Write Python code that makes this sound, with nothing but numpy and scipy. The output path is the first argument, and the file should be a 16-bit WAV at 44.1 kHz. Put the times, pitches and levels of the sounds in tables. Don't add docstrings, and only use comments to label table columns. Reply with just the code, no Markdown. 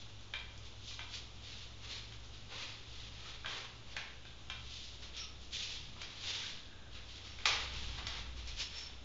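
import sys
import numpy as np
from scipy import signal
from scipy.fft import rfft, irfft, next_fast_len
from scipy.io import wavfile
from scipy.ndimage import uniform_filter1d

SR = 44100
rng = np.random.default_rng(int(sys.argv[2]) if len(sys.argv) > 2 else 0)


def unload_wav(signal):
    wavfile.write(
        sys.argv[1],
        SR,
        np.round(np.clip(np.atleast_2d(signal).T, -1, 1) * 32767).astype(np.int16),
    )


def volts(x):
    e = np.asarray(x, float) / 20
    return 10 ** e


N = 398663

# [f/Hz, level per Hz/dB]
HISS_TONE = [(76, -27.5), (130, -16), (160, -3), (772, -11), (1290, -11.5), (1850, -16.5), (3600, -7.5),
             (4500, -20), (6790, -20.5), (7270, -22.5), (7790, -29.5), (10100, -84.5), (17100, -120)]
HISS_DB = -59.5
# [f/Hz, level per Hz/dB]
RUMBLE_TONE = [(2, 1.5), (8, -1.5), (20, 2.5), (32, -8), (50, -6), (80, -5.5), (120, -6.5), (150, -16),
               (400, -25.5), (800, -48)]
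# [t/s, level/dB]
TRAFFIC = [
    (0.0, -60),
    (1.1, -60.5),
    (1.6, -60.5),
    (3.0, -60),
    (5.3, -60.5),
    (5.84, -57),
    (7.3, -60.5),
    (7.83, -50),
    (8.33, -54.5),
    (9.04, -62.5),
]
# [t/s, f/Hz, level/dB]
HUM = [(0.0, 55.8, -64), (.45, 60.44, -56), (1.85, 60.64, -59.5), (2.1, 56.8, -58), (2.3, 57, -55),
       (2.55, 61.4, -66), (3.0, 61, -57), (3.8, 61.2, -62.5), (4.3, 61.6, -59), (5.2, 60.9, -57),
       (6.0, 63, -60), (6.6, 58.5, -71), (6.9, 62.74, -56.5), (7.45, 61.15, -58), (7.65, 59.9, -50),
       (8.45, 60.55, -48.5), (8.65, 59.4, -58.5), (9.04, 58, -54)]
# [t/s, f/Hz, level/dB]
ENGINE = [(0.0, 107, -56), (.25, 103, -57.5), (1.8, 104.5, -60.5), (2.85, 110, -59.5), (4.2, 115, -63.5),
          (4.62, 115.5, -60.5), (4.9, 96, -66), (6.6, 96.5, -63), (7.4, 98, -62.5), (7.8, 98, -66),
          (8.3, 94, -65.5), (9.04, 92, -67)]

# [f/Hz, level per Hz/dB]
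RUB_TONE = [(180, -71), (300, -31.5), (422, -8.5), (748, -34.5), (857, -17), (995, -22.5), (1250, -15),
            (1360, -19), (3530, 1), (6710, -14.5), (7790, -21), (10100, -74), (17100, -120)]
# [f/Hz, share 0-1]
WEAVE_SHARE = [(3900, 0.1), (6000, 0.96)]
BOARD_SHARE = [(1300, 0.97), (2500, 0.27), (3200, 0.01)]
# [full-speed t/s, run-up/s, hold/s, rubbing level/dB, cardboard drone rel. level/dB]
STROKES = [(0.0, .05, 0.016, -56.5, -13), (0.895, 0.12, 0.038, -50.5, -29.5), (1.478, 0.12, 0.15, -52, -13),
           (1.909, 0.092, 0.033, -47.5, -10.5), (2.337, 0.07, 0.05, -58, -12), (2.527, 0.04, 0.044, -51, 0),
           (2.611, 0.13, 0.076, -49, -7.5), (2.971, 0.24, .1, -54.5, -11), (3.263, 0.23, 0.066, -53, -6),
           (3.508, .08, 0.086, -48.5, -1.5), (3.903, 0.076, .03, -56.5, -6.5),
           (4.743, .2, 0.15, -50.5, -21.5), (5.536, 0.023, 0.023, -43, -19), (5.604, 0.074, 0.16, -45, -15),
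           (6.287, 0.19, .2, -43, -11.5), (7.104, .08, 0.07, -55, -14), (7.246, 0.094, 0.061, -53.5, -7),
           (7.403, .03, .05, -54.5, -4), (7.521, 0.048, 0.091, -44.5, -4), (7.754, 0.14, .2, -48.5, -6.5),
           (8.13, .05, 0.066, -50, -4), (8.748, 0.045, .065, -52, -2)]
RUN_UP_DB, SAG_DB_PER_S, RELEASE_DB_PER_S = 17, 22, 81
WEAVE_PER_SPEED = 0.11
WEAVE_DB, WEAVE_PER_BOARD = -8, -0.14
# [t/s, rubbing level/dB, fine weave rel. level/dB, cardboard drone rel. level/dB]
FLICKS = [(.22, -68, 1, -24), (.66, -59, -2.5, -12), (1.138, -46.5, -4.5, -14), (2.14, -63.5, -3, -11.5),
          (3.75, -73, -15.5, -5), (4.266, -58, -14, -24), (5.03, -55, -3, -4), (5.173, -44, -13, -16),
          (5.419, -59.5, -1.5, -18), (6.95, -52, -9, -6.5), (7.99, -50, -10, -1), (8.386, -55, -5, -6),
          (8.486, -49.5, -6, -8.5), (8.601, -42.5, -4, -12), (8.575, -61, -2, -16), (8.784, -53, 8, -17),
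          (1.842, -55.5, -4, -3), (2.25, -66, 5, -13), (6.02, -50, -10, -9), (6.08, -56.5, -9, 0)]
FLICK_RISE_S, FLICK_HOLD_S, FLICK_RELEASE_DB_PER_S = .05, 0.012, 142
TAIL_DB, TAIL_RISE_S, TAIL_RELEASE_DB_PER_S = -27.5, 0.016, 87
TAIL_WEAVE_DB, TAIL_BOARD_DB = -9, -1
REST_DB, REST_WEAVE_DB, REST_BOARD_DB = -70, 6, -15
LIFT_AT_S, LIFT_S, LIFT_DB = 6.75, 0.27, -17

# [f/Hz, t60/s]
GARAGE_DECAY = [(400, 0.7), (1000, 0.68), (3000, 0.57), (5500, 0.44), (7500, 0.14)]
# [t/s, level/dB]
ECHOES = [(.0065, -10), (.0155, -7), (.023, -12), (.031, -10), (.051, -13)]

# [t/s, peak level/dB, low
# rel. level/dB, high rel. level/dB, share of pane 0-1]
KNOCKS = [(.338, -27.5, -10, -20, 0.03), (.578, -44, -20, 6, 0), (0.911, -42, -9, -21, 0.8),
          (.993, -30.5, -7.5, -26, 0.2), (2.124, -42, -8, -9, 0), (3.4467, -33.5, 5, -27.5, 0.5),
          (3.46, -29, -6.5, -14.5, 0.14), (3.966, -27, -8, -14, 0.3), (4.253, -41.5, -4, -8, 0.2),
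          (4.5, -29.5, -9, -12.5, 0.44), (5.024, -47, -14, -3, 0.2), (5.167, -40, -9, 6, .8),
          (5.54, -40, -25, 2.5, 0.8), (5.965, -48, 2, -25, 0.9), (6.017, -31.5, -5.5, -3, 0.2),
          (7.388, -37, -10, -16, 0.5), (7.456, -14.5, -11, -8, 1), (7.459, -28.5, 9, -28, 1),
          (7.738, -42, -8, 9, 0.6), (7.987, -41, 9, -29, 0.4), (8.069, -26.5, -9.5, -6.5, 0.52),
          (8.373, -48, -28, 4, 0.9), (8.475, -40, -17, 7, 0.6)]
# [f/Hz, level/dB, t60/s]
TRIM = [(990, -10, .02), (1590, -3, .018), (2380, -9, .04), (2700, -9, .015), (3200, 2, .015),
        (3800, -7, .015), (4600, -8, .015)]
# [f/Hz, level/dB, t60/s]
PANE = [(860, -4, .02), (1170, -6, .04), (1310, -7, .04), (1980, -3, .03), (2240, -6, .05), (2390, -5, .05),
        (2470, -8, .05), (3300, 0, .015), (3750, -2, .03), (4450, -4, .02), (5180, -5, .04),
        (5430, -5, .05), (6200, -9, .015)]
RATTLE_S, RATTLE_GROWTH = .0045, .45

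# [t/s, run-up/s, hold/s,
# level/dB]
SING_5395 = [(5.176, .02, .01, -59), (5.288, .04, .01, -68), (7.28, .3, .03, -64), (8.063, .02, .01, -51.5),
             (8.132, .03, .07, -75), (8.605, .025, 0.048, -54), (8.781, .05, 0.065, -48)]
SING_5550 = [(5.18, .02, 0.022, -47), (7.34, .1, .01, -62), (7.465, .01, 0.073, -49.5)]
SING_1300 = [(5.185, 0.055, 0.069, -60.5), (3.23, .05, 0.1, -62.5)]
DRONE_1600 = [(6.449, .1, 0.058, -57.5), (6.72, 0.18, 0.3, -67)]
# [f/Hz, width/Hz]
SING_MODES = [(5395, 80), (5550, 600), (1300, 90), (1600, 300)]
SING_RELEASE_DB_PER_S = 214

# [t/s, f/Hz, level/dB, length/s]
THUDS = [(5.85, 144, -60, 0.13), (5.8, 36, -58, .12), (3.4, 28, -54, .15), (8.55, 36, -46, .12),
         (7.75, 178, -66, 0.3)]


def evened(x):
    return x / np.sqrt(np.mean(x ** 2) + 1e-20)


def curve(rows, silent=-120.):
    s, *columns = np.transpose(rows)
    t = np.arange(N) / SR
    return [np.interp(t, s, column, silent, silent) for column in columns]


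def read(points, hz):
    f, value = np.transpose(points)
    return np.interp(np.log(hz + 1), np.log(f + 1), value)


def coloured(x, points):
    size = next_fast_len(len(x))
    gain = volts(read(points, np.fft.rfftfreq(size, 1 / SR)))
    return irfft(rfft(x, size) * gain, size)[:len(x)]


def drift(seconds):
    size = max(round(seconds * SR), 2)
    smooth = uniform_filter1d(rng.standard_normal(N), size)
    return evened(uniform_filter1d(smooth, size))


def room_hiss():
    return volts(HISS_DB + 0.14 * drift(0.18)) * evened(coloured(rng.standard_normal(N), HISS_TONE))


def rumble():
    return volts(curve(TRAFFIC)[0] + 2.0) * evened(coloured(rng.standard_normal(N), RUMBLE_TONE))


def wavering(rows, waver, throb_db):
    hz, db = curve(rows)
    turns = np.cumsum(np.maximum(hz, 0) * (1 + waver * drift(0.049))) / SR
    level = uniform_filter1d(volts(db + throb_db * drift(0.043)), size=2000)
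    return level * np.sqrt(2) * np.sin(2 * np.pi * turns)


def hum():
    return wavering(HUM, waver=.04, throb_db=1.0)


def engine():
    return wavering(ENGINE, waver=.011, throb_db=1.5)


def fibres(per_s=6000, spread_db=0.5, catch_db=1.0):
    size = volts(spread_db * np.minimum(rng.exponential(1, N), 4)) * rng.choice([-1., 1.], N)
    slips = rng.random(N) < per_s / SR
    return evened(size * slips * volts(catch_db * drift(0.018)))


def gesture(t, s, rise, hold, db, release_db_per_s):
    late = t - s
    run_up = RUN_UP_DB * np.minimum(late, 0) / max(rise, .005)
    sag = SAG_DB_PER_S * np.clip(late, 0, hold)
    release = release_db_per_s * np.maximum(late - hold, 0)
    return volts(db + run_up - sag - release)


def hand(t):
    rest = volts(REST_DB + LIFT_DB * np.exp(-((t - LIFT_AT_S) / LIFT_S) ** 4))
    moves = [(rest, REST_WEAVE_DB, REST_BOARD_DB)]
    for s, rise, hold, db, board in STROKES:
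        gain = gesture(t, s, rise, hold, db, RELEASE_DB_PER_S)
        moves.append((gain, WEAVE_DB + WEAVE_PER_BOARD * board, board))
    for s, db, weave, board in FLICKS:
        gain = gesture(t, s, FLICK_RISE_S, FLICK_HOLD_S, db, FLICK_RELEASE_DB_PER_S)
        moves.append((gain, weave, board))
    for s, db, *_ in KNOCKS:
        gain = gesture(t, s + TAIL_RISE_S, TAIL_RISE_S, 0, db + TAIL_DB, TAIL_RELEASE_DB_PER_S)
        moves.append((gain * (t > s), TAIL_WEAVE_DB, TAIL_BOARD_DB))
    gains, weave_db, board_db = zip(*moves)
    power = np.array(gains) ** 2
    total = power.sum(0)
    rub_db = 10 * np.log10(total)
    fine_db = np.dot(weave_db, power) / total + WEAVE_PER_SPEED * (rub_db + 49)
    return rub_db, fine_db, np.dot(board_db, power) / total


def cloth():
    hz, t, z = signal.stft(fibres(), SR, nperseg=256)
    rub_db, fine_db, board_db = hand(t)
    fine = read(WEAVE_SHARE, hz)[:, None]
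    board = read(BOARD_SHARE, hz)[:, None]
    colour_db = read(RUB_TONE, hz)[:, None] + fine * (fine_db + 8.5) + board * (board_db + 16.5)
    return signal.istft(z * volts(rub_db + colour_db + 12.5), SR, nperseg=256)[1][:N]


def garage(x, echo_db):
    length, spacing = 36000, 12
    taps = np.zeros((len(x), length))
    at = np.arange(300, length - spacing, spacing)
    at = at + rng.integers(0, spacing, (len(x), len(at)))
    np.put_along_axis(taps, at, rng.choice([-1., 1.], at.shape), axis=1)
    hz, t, z = signal.stft(taps, SR, nperseg=256)
    decay = volts(-60 * t / read(GARAGE_DECAY, hz)[:, None])
    tail = signal.istft(z * decay, SR, nperseg=256)[1]
    tail /= np.linalg.norm(tail[0])
    for s, db in ECHOES:
        tail[:, round(s * SR)] += volts(db + echo_db)
    return signal.oaconvolve(x, tail, axes=1)[:, :N].sum(0)


def ring(modes):
    hz, db, t60 = np.transpose(modes)[:, :, None]
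    t = np.arange(3000) / SR
    place_db = 1.5 * rng.standard_normal(db.shape)
    sines = np.sin(2 * np.pi * (hz * t + rng.random(db.shape)))
    tone = (volts(db + place_db - 60 * t / t60) * sines).sum(0)
    return tone / np.linalg.norm(tone)


def rattle(peak_db):
    t = np.arange(3000) / SR
    length = RATTLE_S * volts(RATTLE_GROWTH * (peak_db + 32.5))
    ticks = rng.standard_normal(len(t)) * np.minimum(t / 0.0012, 1) * np.exp(-t / max(length, .0004))
    z = rfft(ticks)
    return irfft(z / np.sqrt(uniform_filter1d(abs(z) ** 2, size=30)), len(t))


def knocks(ring_db=-3.5):
    out = np.zeros((3, N + 8000))
    swell = np.minimum(np.arange(3000) / SR / 0.0014, 1)
    lead = 200
    for k, (s, peak_db, low_db, high_db, pane) in enumerate(KNOCKS):
        crack = rattle(peak_db)
        pane = np.clip(pane, 0, 1)
        modes = np.sqrt(1 - pane) * ring(TRIM) + np.sqrt(pane) * ring(PANE)
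        body = crack + volts(ring_db) * modes * swell
        tone = [(250, low_db - 21), (550, low_db + 0.5), (800, low_db + 5), (1600, low_db + 8.0),
                (2300, 0.0077), (3700, 0.015),
                (4800, high_db + 6), (7500, high_db - 1), (9000, high_db - 29.0)]
        body = coloured(np.pad(body, (lead, 0)), tone)
        at = round((s - .0012) * SR) - lead
        out[k % 3, at:at + len(body)] += volts(peak_db) * body / abs(body).max()
    return out[:, :N]


def resonate(x, hz, width):
    turn = np.exp(2j * np.pi * np.cumsum(hz * np.ones(len(x))) / SR)
    r = np.exp(-np.pi * width / SR)
    return 2 * (turn * signal.lfilter([1 - r], [1, -r], x / turn)).real


def singing():
    slips = fibres(per_s=2500, spread_db=1.5, catch_db=1.5)
    t, out = np.arange(N) / SR, 0
    for spans, (hz, width) in zip((SING_5395, SING_5550, SING_1300, DRONE_1600), SING_MODES):
        level = sum(gesture(t, *row, SING_RELEASE_DB_PER_S) for row in spans)
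        unsteady_hz = hz * (1 + .002 * drift(0.042))
        mode = resonate(resonate(slips, unsteady_hz, width), hz, width)
        out = out + level * evened(mode)
    return out


def thuds():
    t, out = np.arange(N) / SR, 0
    for s, hz, db, length in THUDS:
        out = out + volts(db) * np.exp(-2 * ((t - s) / length) ** 2) * np.sin(2 * np.pi * hz * t)
    return out


def scene():
    background = room_hiss() + rumble() + hum() + engine() + thuds()
    rubbing = cloth() + singing()
    bumps = knocks()
    wiped = volts(-1.0) * rubbing + volts(-12.5) * garage(rubbing[None], echo_db=-15.5)
    knocked = bumps.sum(0) + volts(-3.0) * garage(bumps, echo_db=-1.5)
    mono = wiped + knocked + background
    return np.array([mono, mono])


def roll_off(x):
    return signal.sosfilt(signal.butter(12, 7940, fs=SR, output="sos"), x)


def record(dry):
    band_limit = signal.firwin(161, 7416, window=("kaiser", 9), fs=SR)
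    limited = signal.oaconvolve(dry, band_limit[None], "same")
    shared_hiss = volts(-88) * rng.standard_normal(N)
    channel_hiss = volts(-106) * rng.standard_normal(dry.shape)
    offset = -.0017
    return roll_off(limited + offset + shared_hiss + channel_hiss)


dry = scene()
out = record(dry)
unload_wav(out)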